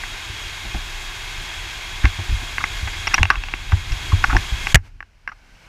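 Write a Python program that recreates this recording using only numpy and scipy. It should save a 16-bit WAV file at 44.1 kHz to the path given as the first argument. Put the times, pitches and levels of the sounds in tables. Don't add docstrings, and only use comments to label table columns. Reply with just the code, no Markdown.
import sys
import numpy as np
from scipy.fft import rfft, irfft, next_fast_len
from scipy.io import wavfile
from scipy.ndimage import uniform_filter1d, map_coordinates

SR = 44100
rng = np.random.default_rng(int(sys.argv[2]) if len(sys.argv) > 2 else 0)


def unload_wav(signal):
    wavfile.write(
        sys.argv[1],
        SR,
        np.round(np.clip(np.atleast_2d(signal).T, -1, 1) * 32767).astype(np.int16),
    )


N = 250488
TIME = np.arange(N) / SR
HIT = np.arange(8192) / SR
FLOODED_S = 4.727


def amp(db):
    return 10 ** (np.asarray(db) / 20)


def unit(x):
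    return x / np.sqrt(np.mean(x ** 2) + 1e-20)


def along(points, hz):
    point_hz, point_db = np.transpose(points)
    return np.interp(np.log(hz + 1), np.log(point_hz + 1), point_db)


def level_over_time(rows):
    times, levels = np.transpose(rows)
    return np.interp(TIME, times, levels)


def wobble(rate):
    return map_coordinates(rng.standard_normal(400), [TIME * rate], mode="wrap")


def coloured(x, shape_db):
    padded = next_fast_len(len(x) + 8192)
    gain = amp(shape_db(np.fft.rfftfreq(padded, 1 / SR)))
    return irfft(rfft(x, padded) * gain, padded)[:len(x)]


def noise(shape_db, size=N):
    return unit(coloured(rng.standard_normal(size), shape_db))


def causal(db):
    cepstrum = irfft(np.log(amp(db)))
    cepstrum[1:] *= 2
    cepstrum[len(cepstrum) // 2:] = 0
    return np.exp(rfft(cepstrum))


def hump(hz, centre_hz, octaves):
    distance = np.log2((hz + 1) / centre_hz) / octaves
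    return np.exp(-.5 * distance ** 2)


def swell(peak_s):
    u = HIT / max(peak_s, 1e-4)
    return u * np.exp(1 - u)


def add(track, s, sound):
    room = track[max(round(s * SR), 0):][:len(sound)]
    room += sound[:len(room)]


def lift(modes, hz):
    return sum(db / (1 + (2 * (hz - centre) / width) ** 2) for centre, width, db in modes)


# (frequency [Hz], relative level [dB])
CASE_TONE = [(100, -9.5), (310, -0.5), (470, -15.5), (800, -1), (1200, 1), (1650, -0.5), (2200, -4.5),
             (2780, -1), (3300, -20), (4400, -18), (5500, -15.5), (6300, -32.5), (9000, -45.5),
             (15000, -40.5)]
# (frequency [Hz], width [Hz], boost [dB])
SHELL_NOTES = [(805, 180, 5.5), (1119, 80, 6), (1585, 260, 6), (2095, 360, 7), (2680, 160, 3.5),
               (5780, 520, 11)]


def shell(hz, centre_hz, focus_db):
    return along(CASE_TONE, hz) + lift(SHELL_NOTES, hz) + focus_db * hump(hz, centre_hz, 0.28)


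def rub(centre_hz, swell_s, focus_db=10):
    return swell(swell_s) * noise(lambda hz: shell(hz, centre_hz, focus_db), size=len(HIT))


DROWNED_DB, DRAINS_S, RECOVERY_DB_PER_S = -61.5, 5.16, 23
WASH_S, WASH_DB, WASH_WIDTH_S = 4.862, -53.5, .026
# (frequency [Hz], relative level [dB])
MUFFLED_TONE = [(150, 1), (330, -7), (520, -7), (850, -3.5), (1250, -7), (1530, 0), (1800, -6.5),
                (2200, -2.5), (2900, -5.5), (3500, -12), (5500, -12), (7200, -19.5), (9000, -24),
                (15000, -32)]


def runout():
    level_db = DROWNED_DB + RECOVERY_DB_PER_S * np.maximum(TIME - DRAINS_S, 0)
    wash = amp(WASH_DB) * np.exp(-((TIME - WASH_S) / WASH_WIDTH_S) ** 2)
    return (amp(level_db) + wash) * noise(lambda hz: along(MUFFLED_TONE, hz))


# (time [s], level before level_db [dB])
SHAKING = [(0.0, -40.5), (0.47, -37.5), (1.79, -39.5), (3.16, -33), (3.54, -37.5), (3.94, -29.5),
           (4.65, -32), (5.06, -52.5), (5.68, -58.5)]
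# (frequency [Hz], relative level [dB])
RUMBLE_TONE = [(11, -27.5), (18, -6), (32, 4), (59, -8.5), (92, -8), (199, -29), (289, -31.5), (400, -36.5),
               (520, -64), (880, -120)]


def rumble(level_db=4.0, lumps_db=2):
    lumps = amp(lumps_db * wobble(18))
    shaking = unit(lumps * noise(lambda hz: along(RUMBLE_TONE, hz)))
    return amp(level_over_time(SHAKING) + level_db) * shaking


SPRAY_GROWS = 1.25
# (time [s], flow level before the settings below [dB])
WATER_FLOW = [(0.0, -35.5), (2.1, -35), (3.14, -34.5), (3.33, -41.5), (3.51, -39.5), (3.77, -37.5),
              (4.18, -33.5), (4.6, -34)]
# (frequency [Hz], relative level [dB])
WATER_TONE = [(150, -12), (260, -15.5), (345, -5.5), (520, -15), (720, -6.5), (1050, -3.5), (1280, -8),
              (1650, -9), (2500, 0.5), (3000, -6), (3600, -9.5), (4600, -9), (7000, -22), (15000, -48)]
# (frequency [Hz], relative level [dB])
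SPRAY_TONE = [(1500, -39.5), (4000, -0.5), (5800, 4), (7400, 3.5), (8300, -3), (9600, -3), (11000, -5.5),
              (15300, -12.5)]
# (frequency [Hz], width [Hz], boost [dB])
CAVITY_NOTES = [(1612, 335, 9.5), (2141, 50, 8.5), (3313, 230, 12), (3737, 150, 9), (4090, 110, 4),
                (6600, 200, 6.5)]


def water(rush_db=2.5, spray_db=-8.0, curtain_db=4, curtain_s=.09, flutter_db=.5, drop_db=3,
          flood_s=0.005, leak_db=-25, leak_s=0.11):
    flow_db = level_over_time(WATER_FLOW)
    mist_db = flow_db.mean() + SPRAY_GROWS * (flow_db - flow_db.mean())

    rush_level = amp(flow_db + rush_db + flutter_db * wobble(14))
    rush = rush_level * noise(lambda hz: along(WATER_TONE, hz) + lift(CAVITY_NOTES, hz))

    droplets = rng.standard_normal(N) * amp(drop_db * rng.standard_normal(N))
    droplets = unit(coloured(droplets, lambda hz: along(SPRAY_TONE, hz) + lift(CAVITY_NOTES, hz)))
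    curtain = curtain_db * np.exp(-np.abs(TIME - FLOODED_S) / curtain_s)
    spray = amp(mist_db + spray_db + curtain + flutter_db * wobble(20)) * droplets

    since_flood = np.maximum(TIME - FLOODED_S, 0)
    open_port = np.exp(-since_flood / flood_s)
    leak = amp(leak_db) * np.exp(-since_flood / leak_s)
    wet_port = leak * spray + runout()
    return open_port * (rush + spray) + (1 - open_port) * wet_port


# (time [s], crash level [dB], time to swell [s])
CURTAIN_SLAPS = [(4.745, 5, 0.0012), (4.7547, 1.5, .0011)]
# (frequency [Hz], relative level [dB])
SPLASH_TONE = [(100, -7.5), (380, -3), (900, -12), (2000, 5), (3200, -7.5), (4800, -13.5), (7000, -8.5),
               (9000, -24), (15000, -29)]


def slaps(shove_db=4, shove_hz=112, shove_s=0.0031, ring_db=-23, ring_s=0.07):
    out = np.zeros(N)
    for s, db, swell_s in CURTAIN_SLAPS:
        crash = swell(swell_s) * noise(lambda hz: along(SPLASH_TONE, hz), size=len(HIT))
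        fade = amp(ring_db - 60 * HIT / ring_s)
        ring = fade * noise(lambda hz: shell(hz, 1800, focus_db=4.5), size=len(HIT))
        add(out, s, amp(db) * (crash + ring))
    shove = amp(shove_db) * swell(shove_s) * np.sin(2 * np.pi * shove_hz * HIT)
    add(out, CURTAIN_SLAPS[0][0], shove)
    return out


PUSH_SWELL_S = .0082
DRAG_LEAD_S, DRAG_HZ, DRAG_SWELL_S = .002, 890, .0035
# (time [s], level before push_db and body_db [dB], push frequency [Hz],
# drag level before thud_db and drag_db [dB])
RIDE_BUMPS = [(0.298, -23.5, 70, -51), (0.652, -28, 40, -32.5), (0.746, -13.5, 49.5, -24.5),
              (2.044, -1.5, 57, -19.5), (2.188, -21.5, 93, -28), (2.294, -11.5, 47.3, -35.5),
              (2.326, -8, 51, -49), (2.42, -29, 101, -35.5), (2.83, -16, 70, -50),
              (3.194, -9.5, 32.1, -23.5), (3.21, -6, 67.3, -33.5), (3.233, -21, 95, -29),
              (3.375, -13.5, 40.7, -48), (3.731, -5.5, 77.2, -29.5), (3.914, -8, 30.8, -49),
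              (4.131, -6, 80.7, -26), (4.283, -10.5, 32.5, -38), (4.329, -8, 56, -20),
              (4.349, -4, 41.4, -14.5), (4.524, -10, 51.7, -39.5), (4.748, -1.5, 51.7, -23.5)]
# (frequency [Hz], relative level [dB])
THUD_TONE = [(100, -10.5), (170, 1), (250, -2.5), (340, -0.5), (470, -22), (850, -5.5), (1500, -47.5),
             (4000, -77)]


def bumps(push_db=-1, body_db=-16, body_hz=91, body_s=0.015, resonance_db=11, thud_db=-4, drag_db=-7.0):
    out = np.zeros(N)
    for s, db, push_hz, grip_db in RIDE_BUMPS:
        push = amp(push_db) * swell(PUSH_SWELL_S) * np.sin(2 * np.pi * push_hz * HIT)
        ring_level = amp(body_db + resonance_db * hump(push_hz, body_hz, 0.36))
        ring = ring_level * swell(body_s) * np.sin(2 * np.pi * body_hz * HIT)
        thud = swell(0.0072) * noise(lambda hz: along(THUD_TONE, hz), size=len(HIT))
        add(out, s - .002, amp(db) * (push + ring) + amp(grip_db + thud_db) * thud)
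        add(out, s - DRAG_LEAD_S, amp(grip_db + drag_db) * rub(DRAG_HZ, DRAG_SWELL_S))
    return out


# (time [s], level before level_db [dB], centre frequency [Hz], time to swell [s])
SOFT_SCUFFS = [(2.038, -16, 1660, 0.009), (2.605, -19, 1150, 0.0043), (2.874, -14.5, 2040, .004),
               (3.108, -21, 1660, 0.0075), (3.137, -10, 1800, 0.0045), (3.1805, -4, 1860, 0.0028),
               (3.303, -2.5, 1350, 0.0038), (3.32, -22, 1160, 0.015), (3.7195, -11, 1290, 0.003),
               (4.12, -17.5, 1090, 0.0043), (4.294, -14.5, 1390, 0.0093), (4.329, -11, 1220, 0.0017),
               (5.288, -24, 1550, 0.004), (5.317, -26.5, 1350, 0.0039)]


def scuffs(level_db=-7):
    out = np.zeros(N)
    for s, db, centre_hz, swell_s in SOFT_SCUFFS:
        add(out, s - .001, amp(db + level_db) * rub(centre_hz, swell_s))
    return out


# (time [s], level before level_db [dB], centre frequency [Hz],
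# hardness [dB], size of each rebound against the one before [0-1])
HARD_KNOCKS = [(0.036, -19.5, 1880, -14, 0.53), (2.054, -7, 2160, -6, 0.42), (2.582, -11, 1980, -8, 0.3),
               (2.64, -8.5, 1850, 3, 0.6), (3.071, -11.5, 2540, 13.5, 1), (3.1421, -1.5, 2730, 16, 0.67),
               (3.2305, 0, 2630, -3, 0.3), (3.254, -12.5, 2760, 0, 0.34), (3.3022, -1.5, 1380, -10.5, 0.1),
               (3.356, -19, 2860, -2, 0.4), (3.437, -19, 2800, 7, 0.4), (3.485, -22.5, 2730, -3, 0.46),
               (3.538, -12.5, 2450, -18, 0.15), (3.92, -25, 2720, 20, 0.67), (4.2405, -3.5, 1450, -1, 0.73),
               (4.3663, -5, 1660, 9, 0.63), (4.67, -11, 2440, 2, 0.36), (5.005, -23, 1850, -9.5, 0.44),
               (5.027, -28, 1580, -2, 0.16), (5.276, -16.5, 1820, -3.5, 0.48)]


def knocks(level_db=-2, focus_db=10.0, bounce_s=0.001657, ring_db=-22, ring_s=0.058,
           mount_db=-28, mount_hz=320, mount_s=0.0016):
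    out = np.zeros(N)
    hz = np.fft.rfftfreq(len(HIT), 1 / SR)
    spread = np.exp(-2j * np.pi * np.sqrt(hz / 500))
    tock = swell(mount_s) * np.sin(2 * np.pi * mount_hz * HIT)
    for s, db, centre_hz, hard_db, rebound in HARD_KNOCKS:
        tick = hard_db * hump(hz, 5500, 0.25)
        shell_db = shell(hz, centre_hz, focus_db) + tick

        gaps = bounce_s * rng.uniform(0.498, 1.8, size=5)
        delays = np.cumsum(gaps) - gaps[0]
        sizes = np.clip(rebound, 0, 1) ** np.arange(len(gaps))
        contacts = sizes @ np.exp(-2j * np.pi * np.outer(delays, hz))
        blow = irfft(causal(shell_db) * contacts * spread)
        blow /= np.sqrt(np.max(uniform_filter1d(blow ** 2, size=88, mode="constant")))

        shell_noise = unit(irfft(amp(shell_db) * rfft(rng.standard_normal(len(HIT)))))
        ring = amp(ring_db - 60 * HIT / ring_s) * shell_noise
        knock = blow + ring + amp(mount_db - hard_db) * tock
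        add(out, s, amp(db + level_db) * knock[:len(HIT) // 2])
    return out


def scene():
    return (water() + rumble() + bumps() + knocks() + scuffs() + slaps())[None]


TOP_HZ = 15250


def record(dry):
    clipped = dry[0] / (1 + np.abs(dry[0]) ** 10) ** (1 / 10)

    def band_db(hz):
        return -np.clip((hz - TOP_HZ) / 14, 0, 120) - 30 * np.exp(-hz / 7)

    return coloured(clipped, band_db)[None]


dry = scene()
out = record(dry)
unload_wav(out)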